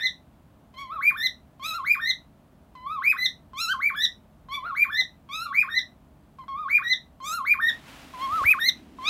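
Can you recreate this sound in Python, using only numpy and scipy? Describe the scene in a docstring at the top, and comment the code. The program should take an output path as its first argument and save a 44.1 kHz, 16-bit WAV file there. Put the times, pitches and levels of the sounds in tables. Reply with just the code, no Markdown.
"""A cockatiel whistles one phrase over and over: a low nasal lead-in, a loud clear arch and a bright
rising note that snaps shut. Its syrinx makes a harmonic tone, at times rasping, shaped by throat and
beak and reflected by a glass door and the walls of a small room. An appliance hums behind it.
Near the end the microphone is moved closer, with a rustle of cloth and a soft bump."""
import sys
import numpy as np
from scipy import signal
from scipy.fft import rfft, irfft
from scipy.io import wavfile
from scipy.ndimage import uniform_filter1d

SR = 44100
rng = np.random.default_rng(int(sys.argv[2]) if len(sys.argv) > 2 else 0)


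def bounce(signal):
    """Save signal as a 16-bit WAV file at the path given by the first command-line argument."""
    frames = np.transpose(np.atleast_2d(signal))
    limited = np.clip(frames, -1, 1)
    pcm = np.round(limited * 32767).astype(np.int16)
    wavfile.write(sys.argv[1], SR, pcm)


N = 400869
TIME_S = np.arange(N) / SR
CUTOFF_HZ = 15750
IDLE_HZ, IDLE_DB, IDLE_OVERTONES_DB, IDLE_TREBLE_DB = 1004, -37, -57, -64.5

# Room noise. Each row: frequency in Hz, relative density in dB.
NOISE_SPECTRUM = [(15, -38.5), (28, -9), (45, 1), (100, -3), (170, -2.5), (270, -12.5), (340, -14.5),
                  (460, -17.5), (630, -14), (1000, -18), (2000, -29.5), (3300, -33), (5500, -40.5),
                  (14000, -40.5)]
# Appliance hum. Each row: frequency in Hz, level in dB.
HUM_LINES = [(75.4, -65.5), (150.7, -68.5), (215.3, -67), (253, -71), (613.7, -73.5), (672.9, -76)]
# Room drone, swelling nearer the door. 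Each row: time in seconds, level in dB.
DRONE_LEVELS = [(7.3, -64), (7.8, -56.5), (8.3, -57.5), (8.7, -53), (9.09, -51.5)]
# Cloth sliding as the microphone moves. Each row: time in seconds, level in dB.
CLOTH_LEVELS = [(7.4, -100), (7.72, -51), (7.82, -55.5), (7.88, -48.5), (8.02, -49), (8.12, -52),
                (8.22, -45), (8.3, -47.5), (8.38, -42), (8.44, -43), (8.52, -50.5), (8.62, -54.5),
                (8.8, -59.5), (8.95, -64), (9.09, -43)]
# Cloth colour. Each row: frequency in Hz, relative density in dB.
CLOTH_SPECTRUM = [(120, -35), (200, -2), (283, 5), (322, -6.5), (439, -4), (681, 2.5), (1520, -0.5),
                  (3060, -1.5), (5010, -10), (15900, -21.5)]
# Knocks: a small one as a phrase ends at 5.02 s, then knocks of the hand. Each row: start in seconds, initial
# level in dB, frequency in Hz, T60 in seconds.
KNOCKS = [(5.021, -35.5, 760, 0.018), (8.325, -35.5, 98, .09), (8.41, -31, 79.9, 0.044),
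          (8.417, -27.5, 567, 0.016), (8.448, -26.5, 84.4, .07), (8.451, -42.5, 153, 0.068)]
# Early reflections off door and walls. Each row: delay in seconds, gain in dB.
REFLECTIONS = [(.0031, -34), (.0074, -14), (0.0109, -6.5)]
# Feed to the room as the bird turns and the microphone nears. Each row: time in seconds, gain in dB.
ROOM_SEND = [(0, -0.5), (1.2, -8), (2, -7.5), (3.1, -7.5), (3.9, -9), (4.9, -6), (5.7, -4.5), (6.8, -7),
             (7.6, -8.5), (8.5, -17.5), (9.09, -10.5)]
# Diffuse tail; the beak throws the treble at the walls.
# Each row: frequency in Hz, T60 in seconds, relative level in dB.
ROOM_TAIL = [(1000, 0.13, -4.5), (2350, 0.18, 6), (4000, 0.17, -5.5), (6960, 0.22, 2.5), (14000, 0.1, 3.5)]
# Windpipe and beak resonances on high notes. Each row: frequency in Hz, gain in dB.
HIGH_NOTE_THROAT = [(3000, -4.5), (3600, -0.5), (4100, -3), (4700, -28.5), (5400, -17.5), (6200, -21),
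                    (7200, -33), (8800, -34.5), (10300, -29), (12000, -19.5), (14000, -25.5),
                    (15800, -31.5)]
# The same with the throat wide, on low nasal notes. Each row: frequency in Hz, gain in dB.
LOW_NOTE_THROAT = [(2000, -9), (2700, -13), (3300, -7), (4100, -8.5), (4700, -21.5), (5500, -22.5),
                   (6800, -30.5), (8200, -35), (9500, -37.5), (11000, -24), (12500, -26.5), (14000, -28.5),
                   (15800, -46)]
# Rasps, alternate cycles strong and weak.
# Each row: start in seconds, end in seconds, depth 0-1, open-beak gain in dB.
RASP_SPANS = [(.77, 0.848, 0.06, 3.5), (0.905, 0.977, 0.05, -8), (1.617, 1.763, 0.06, 7.5),
              (3.074, 3.094, 0.01, -9.5), (3.552, 3.696, 0.01, 11.5), (4.511, 4.596, 0.03, -4),
              (4.637, 4.687, 0.15, -15), (5.321, 5.422, 0.02, 7), (7.218, 7.343, 0.06, 23),
              (8.502, 8.527, 0.05, -3)]
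# Unbroken stretches of tone. Each row: start in seconds, end in seconds, opening level in dB.
PHRASE_SPANS = [(-.3, .076, -45), (0.739, 1.278, -55.5), (1.596, 2.118, -46), (2.752, 3.27, -43),
                (3.533, 4.062, -42), (4.486, 5.02, -43), (5.289, 5.799, -47.5), (6.386, 6.44, -48),
                (6.481, 6.943, -37.5), (7.202, 7.707, -42.5), (8.137, 8.702, -38), (8.986, 9.2, -38)]
# Nasal lead-in swells. Each row: crest time, rise and fall in seconds, crest pitch in Hz,
# then fundamental, overtone and treble levels in dB.
LEAD_IN_SWELLS = [(0.801, 0.029, 0.061, 1123, -43, -38, -43.5), (.939, 0.032, 0.045, 1334, -31, -47.5, -44),
                  (1.679, 0.048, 0.095, 1321, -34.5, -26.5, -26),
                  (1.76, 0.05, 0.032, 1379, -31.5, -33.5, -31),
                  (2.877, 0.016, 0.037, 1145, -29.5, -54, -43),
                  (2.938, 0.06, 0.043, 1290, -29.5, -43.5, -42.5),
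                  (3.626, .048, 0.097, 1374, -35.5, -22.5, -23),
                  (3.722, .054, 0.017, 1574, -27, -24.5, -31),
                  (4.553, 0.04, 0.033, 1163, -34.5, -29.5, -36),
                  (4.676, 0.034, 0.041, 1420, -31, -45.5, -44),
                  (5.365, 0.054, .15, 1299, -36.5, -30.5, -35.5),
                  (5.445, 0.0865, 0.027, 1399, -32, -34, -32.5), (6.388, .02, 0.036, 1073, -42.5, -63, -57),
                  (6.488, .02, 0.067, 1100, -48, -46.5, -52), (6.611, 0.06, 0.047, 1257, -31, -50, -50),
                  (7.297, .056, 0.092, 1250, -34, -34, -26.5),
                  (7.358, 0.072, 0.041, 1394, -28.5, -33.5, -23),
                  (8.243, 0.035, 0.037, 1095, -29, -34.5, -39), (8.362, 0.059, .046, 1320, -23, -44, -31),
                  (9.11, 0.058, .05, 1354, -32.5, -14.5, -34)]
# Loud clear arches. Each row: start and length in seconds, shoulder and top pitch in Hz,
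# then fundamental, overtone and treble base levels in dB.
ARCH_NOTES = [(.993, 0.14, 2160, 2435, -19.5, -27.5, -21.5), (1.828, .152, 2073, 2490, -20, -23.5, -23.5),
              (3.004, 0.15, 2110, 2551, -18.5, -23.5, -21.5), (3.787, .139, 2098, 2380, -18.5, -28, -26.5),
              (4.733, 0.14, 2145, 2420, -21, -27, -25.5), (5.509, .146, 2090, 2505, -20.5, -28, -28),
              (6.667, .144, 2157, 2436, -19.5, -27, -27), (7.435, 0.13, 2114, 2430, -19, -25.5, -23.5),
              (8.423, 0.14, 2114, 2563, -12, -29, -13)]
# An arch leaps to its shoulder, climbs and drops. Each row: share of length, share of lift from idle,
# share of climb from shoulder to top, then fundamental, overtone and treble offsets in dB.
ARCH_CONTOUR = [(0, .05, 0.03, -18, -33, -38.5), (.085, .12, 0, -10.5, -28, -35),
                (.19, .79, 0.01, -18, -27.5, -26), (.26, 1, 0.02, -10, -17.5, -9.5),
                (.33, 1, .35, -5.5, -6, -6), (.52, 1, .8, -2, 1, -5.5), (.665, 1, 1, -2, -1, 0),
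                (.715, .95, 0.99, -1.5, -5.5, 0.5), (.765, .75, 1, -14.5, -25.5, -13.5),
                (.86, .16, 0.96, -17, -33, -31.5), (.92, .07, 0.99, -15, -34, -35.5),
                (1, 0.03, 0.93, -22, -34, -36.5)]
# Bright rising notes, held to the end of the phrase. Each row: start in seconds, shoulder and top
# pitch in Hz, then fundamental, overtone and treble base levels in dB.
RISING_NOTES = [(-.055, 1718, 2062, -29.5, -24.5, -40.5), (1.146, 1748, 2051, -24.5, -19, -27),
                (1.983, 1790, 2098, -23, -20, -33), (3.156, 1979, 2072, -24, -18, -27.5),
                (3.936, 1675, 1977, -24.5, -14, -27.5), (4.886, 1720, 2041, -24, -21, -35),
                (5.674, 1813, 2029, -24.5, -23, -38.5), (6.812, 1885, 2035, -23.5, -19.5, -37.5),
                (7.588, 1818, 1912, -17, -24.5, -28.5), (8.577, 1808, 2104, -19.5, -12.5, -20)]
# A rising note lifts to its shoulder, climbs on and snaps shut. 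Each row: as in ARCH_CONTOUR.
RISING_CONTOUR = [(0, .12, 0.06, -10, -36, -25.5), (.06, .25, 0.05, -9.5, -36.5, -25.5),
                  (.14, .78, 0, -11, -33, -18), (.23, 1.05, 0.12, -13.5, -28, -6.5),
                  (.33, 1, 0, -3.5, -18, -5.5), (.55, 0.99, .4, -5, -12, -3.5), (.73, 1, 1, -6, -8, -2),
                  (.86, 0.98, 0.98, -1.5, -1, -0.5), (.94, .81, 1, -7.5, 1.5, -4.5),
                  (1, 0.46, 1, -34, -26.5, -9.5)]


def from_db(db):
    """Decibels to gain."""
    return 10 ** (np.asarray(db) / 20)


def unit_rms(x):
    """Scale to unit power."""
    return x / np.sqrt(np.mean(x ** 2) + 1e-20)


def columns_at(rows, t):
    """Interpolate each later column where the first equals t."""
    knots, *columns = np.transpose(rows)
    return [np.interp(t, knots, column) for column in columns]


def at_hz(rows, hz, column=1):
    """Interpolate a column on a log-frequency axis."""
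    columns = np.transpose(rows)
    return np.interp(np.log(np.maximum(hz, 1)), np.log(columns[0]), columns[column])


def band_noise(low_hz, high_hz, size):
    """Band-passed white noise."""
    sos = signal.butter(2, [low_hz, high_hz], "band", fs=SR, output="sos")
    return signal.sosfilt(sos, rng.standard_normal(size))


def drift(rate_hz, size):
    """Smooth random wander, rms 1."""
    hz = np.arange(size // 2 + 1) * SR / size
    return unit_rms(irfft(rfft(rng.standard_normal(size)) / (1 + (hz / rate_hz) ** 2), size))


def coloured_noise(spectrum):
    """Steady noise of the given spectrum, rms 1."""
    hz = np.arange(N // 2 + 1) * SR / N
    return unit_rms(irfft(rfft(rng.standard_normal(N)) * from_db(at_hz(spectrum, hz)), N))


def appliance_hum(waver=0.004):
    """An appliance hums in slightly unsteady lines."""
    hum = np.zeros(N)
    for hz, db in HUM_LINES:
        phase = 2 * np.pi * np.cumsum(hz * (1 + waver * drift(5.5, N))) / SR
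        hum += np.sqrt(2) * from_db(db) * np.sin(phase)
    return hum


def room_noise(floor_db=-56.15):
    """Steady noise floor and a low drone that swells near the end."""
    drone = from_db(columns_at(DRONE_LEVELS, TIME_S)[0]) * unit_rms(band_noise(200, 310, N))
    return from_db(floor_db) * coloured_noise(NOISE_SPECTRUM) + drone


def handling(grain_db=1.0):
    """Cloth fibres catch and slip; a small knock ends one phrase, and the hand knocks the housing, which thuds
    briefly."""
    cloth_db = columns_at(CLOTH_LEVELS, TIME_S)[0] + grain_db * drift(120, N)
    out = from_db(cloth_db) * coloured_noise(CLOTH_SPECTRUM)
    for start_s, db, hz, t60_s in KNOCKS:
        age_s = np.maximum(TIME_S - start_s, 0)
        decay_db = 60 * np.minimum(age_s / t60_s, 2)
        out += from_db(db - decay_db) * np.sin(2 * np.pi * hz * age_s)
    return out


def room(x, direct_db=-0.85, build_s=0.0022, tail_gain=1.29):
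    """Direct sound, near reflections off door and walls, then a short diffuse tail."""
    t = TIME_S[:SR // 2]
    edges_hz = np.geomspace(400, 18000, 9)
    response = np.zeros(len(t))
    for low_hz, high_hz in zip(edges_hz, edges_hz[1:]):
        t60_s, db = [at_hz(ROOM_TAIL, np.sqrt(low_hz * high_hz), column) for column in (1, 2)]
        response += band_noise(low_hz, high_hz, len(t)) * from_db(db - 60 * t / t60_s)
    response *= np.clip(t / build_s, 0, 1)
    response *= tail_gain / np.sqrt(np.sum(response ** 2))
    for delay_s, db in REFLECTIONS:
        response[int(delay_s * SR)] += from_db(db)
    send = from_db(columns_at(ROOM_SEND, TIME_S)[0])
    return from_db(direct_db) * x + signal.fftconvolve(x * send, response)[:N]


def hump(t, widths_s, squareness):
    """Rounded hump of height 1 at t = 0; widths are (rise, fall)."""
    return np.exp(-np.abs(t / np.where(t < 0, *widths_s)) ** squareness)


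def lead_in(t, opening_db, sharp_hz=60, settle_s=0.0087, gather_s=0.24):
    """A low, nearly pure idle tone opens sharp and gathers strength; nasal swells push it up."""
    age_s = t - t[0]
    idle_hz = IDLE_HZ + sharp_hz * np.exp(-age_s / settle_s)
    idle_db = np.interp(age_s, [0, gather_s], [opening_db, IDLE_DB])
    idle = np.array(np.broadcast_arrays(idle_hz, idle_db, IDLE_OVERTONES_DB, IDLE_TREBLE_DB))
    curves = idle
    for crest_s, rise_s, fall_s, *crest in LEAD_IN_SWELLS:
        if t[0] - rise_s < crest_s < t[-1]:
            bend = hump(t - crest_s, (rise_s, fall_s), squareness=2.1)
            # The fundamental outlasts the bend; the overtones fade ahead of it.
            body = hump(t - crest_s, (1.15 * rise_s, 1.9 * fall_s), squareness=3.4)
            bright = hump(t - crest_s, (1.286 * rise_s, 0.72 * fall_s), squareness=3.4)
            push = np.array([bend, body, bright, bright])
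            curves = np.maximum(curves, idle + push * (np.array(crest)[:, None] - idle))
    return curves


def note(contour, progress, shoulder_hz, top_hz, *base_db):
    """A practised contour sung at its own pitch and strength."""
    lift, climb, *offsets_db = columns_at(contour, progress)
    aim_hz = shoulder_hz + climb * (top_hz - shoulder_hz)
    pitch_hz = IDLE_HZ + lift * (aim_hz - IDLE_HZ)
    return [pitch_hz, *(db + offset_db for db, offset_db in zip(base_db, offsets_db))]


def melody(t, opening_db):
    """Lead-in, arch, rising note: curves of pitch in Hz and fundamental, overtones, treble in dB."""
    curves = lead_in(t, opening_db)
    for start_s, length_s, *sung in ARCH_NOTES:
        if t[0] < start_s < t[-1]:
            progress = (t - start_s) / length_s
            curves = np.where(t > start_s, note(ARCH_CONTOUR, progress, *sung), curves)
    for start_s, *sung in RISING_NOTES:
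        if t[0] < start_s < t[-1]:
            progress = (t - start_s) / (t[-1] - start_s)
            curves = np.where(t > start_s, note(RISING_CONTOUR, progress, *sung), curves)
    return [uniform_filter1d(curve, size=130) for curve in curves]


def rasping(t):
    """Smoothed rasp depth and open-beak gain in dB."""
    rasp, beak_db = np.zeros((2, len(t)))
    for start_s, end_s, depth, db in RASP_SPANS:
        inside = (t > start_s) & (t < end_s)
        rasp[inside] += depth
        beak_db[inside] += db
    return uniform_filter1d(rasp, size=600), uniform_filter1d(beak_db, size=900)


def syrinx(t, opening_db, flutter_db=2.0, pop_db=-62, pop_s=0.0079, edge_s=0.0005):
    """One phrase of harmonic tone; the harder the syrinx closes, the more overtones pass the throat."""
    size = len(t)
    pitch_hz, fundamental_db, overtones_db, treble_db = melody(t, opening_db)
    rasp, open_beak_db = rasping(t)
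    high_note = np.clip((pitch_hz - 1550) / 200, 0, 1)
    softness = (1 - high_note) * np.clip((-32 - overtones_db) / 15, 0, 1)
    waver = 0.005 * drift(70, size)
    jitter = (0.0015 + 0.08 * rasp) * drift(450, size)
    phase = 2 * np.pi * np.cumsum(pitch_hz * (1 + waver + jitter)) / SR

    def overtone_gain(hz, beak_hz=6900, beak_width_hz=1700, soft_db_per_octave=-7.5):
        """Drive shaped by throat and beak; soft low notes lose their upper overtones."""
        drive_db = overtones_db + (treble_db - overtones_db) * np.clip((hz - 6500) / 3000, 0, 1)
        throat_db = high_note * at_hz(HIGH_NOTE_THROAT, hz)
        throat_db += (1 - high_note) * at_hz(LOW_NOTE_THROAT, hz)
        beak_db = open_beak_db * np.exp(-((hz - beak_hz) / beak_width_hz) ** 2)
        soft_db = soft_db_per_octave * softness * np.clip(np.log2(hz / 3000), 0, 1)
        return from_db(drive_db + throat_db + beak_db + soft_db) * (hz < CUTOFF_HZ)

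    tone = from_db(fundamental_db) * (np.sin(phase) + 0.68 * rasp * np.sin(phase / 2))
    for k in range(2, 16):
        flutter = from_db(flutter_db * drift(80, size))
        tone += overtone_gain(k * pitch_hz) * flutter * np.sin(k * phase)
        # Unequal cycles put lines halfway between the harmonics.
        half_line = rasp * overtone_gain((k - 0.5) * pitch_hz) * (1 + 0.12 * drift(150, size))
        tone += half_line * np.sin((k - 0.5) * phase)
    tone *= 1 + 0.55 * rasp * unit_rms(band_noise(200, 750, size))  # rasp frays each line
    air_puffs = unit_rms(band_noise(3500, 20000, size)) * (1 + np.cos(phase))  # one per cycle
    hiss = (0.06 + 2.7 * rasp) * overtone_gain(hz=11500) * air_puffs
    age_s = t - t[0]
    pop = from_db(pop_db) * np.exp(-age_s / pop_s) * unit_rms(band_noise(1000, 4500, size))
    gate = np.clip(np.minimum(age_s, t[-1] - t) / edge_s, 0, 1)
    return np.sqrt(2) * (tone + hiss + pop) * gate


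def cockatiel():
    """The bird whistles its phrases one after another."""
    out = np.zeros(N)
    for start_s, end_s, opening_db in PHRASE_SPANS:
        samples = np.arange(int(start_s * SR), int(end_s * SR))
        heard = (samples >= 0) & (samples < N)
        out[samples[heard]] += syrinx(samples / SR, opening_db)[heard]
    return out


def scene():
    """Bird in the room, over hum, room noise and rustle; mono."""
    return (room(cockatiel()) + appliance_hum() + room_noise() + handling())[None]


def record(dry, low_cut_hz=36):
    """The microphone drops the deepest bass; the top is cut steeply."""
    high_pass = signal.butter(4, low_cut_hz, "high", fs=SR, output="sos")
    low_pass = signal.ellip(10, 0.1, 80, CUTOFF_HZ, fs=SR, output="sos")
    return signal.sosfilt(low_pass, signal.sosfilt(high_pass, dry))


dry = scene()
out = record(dry)
bounce(out)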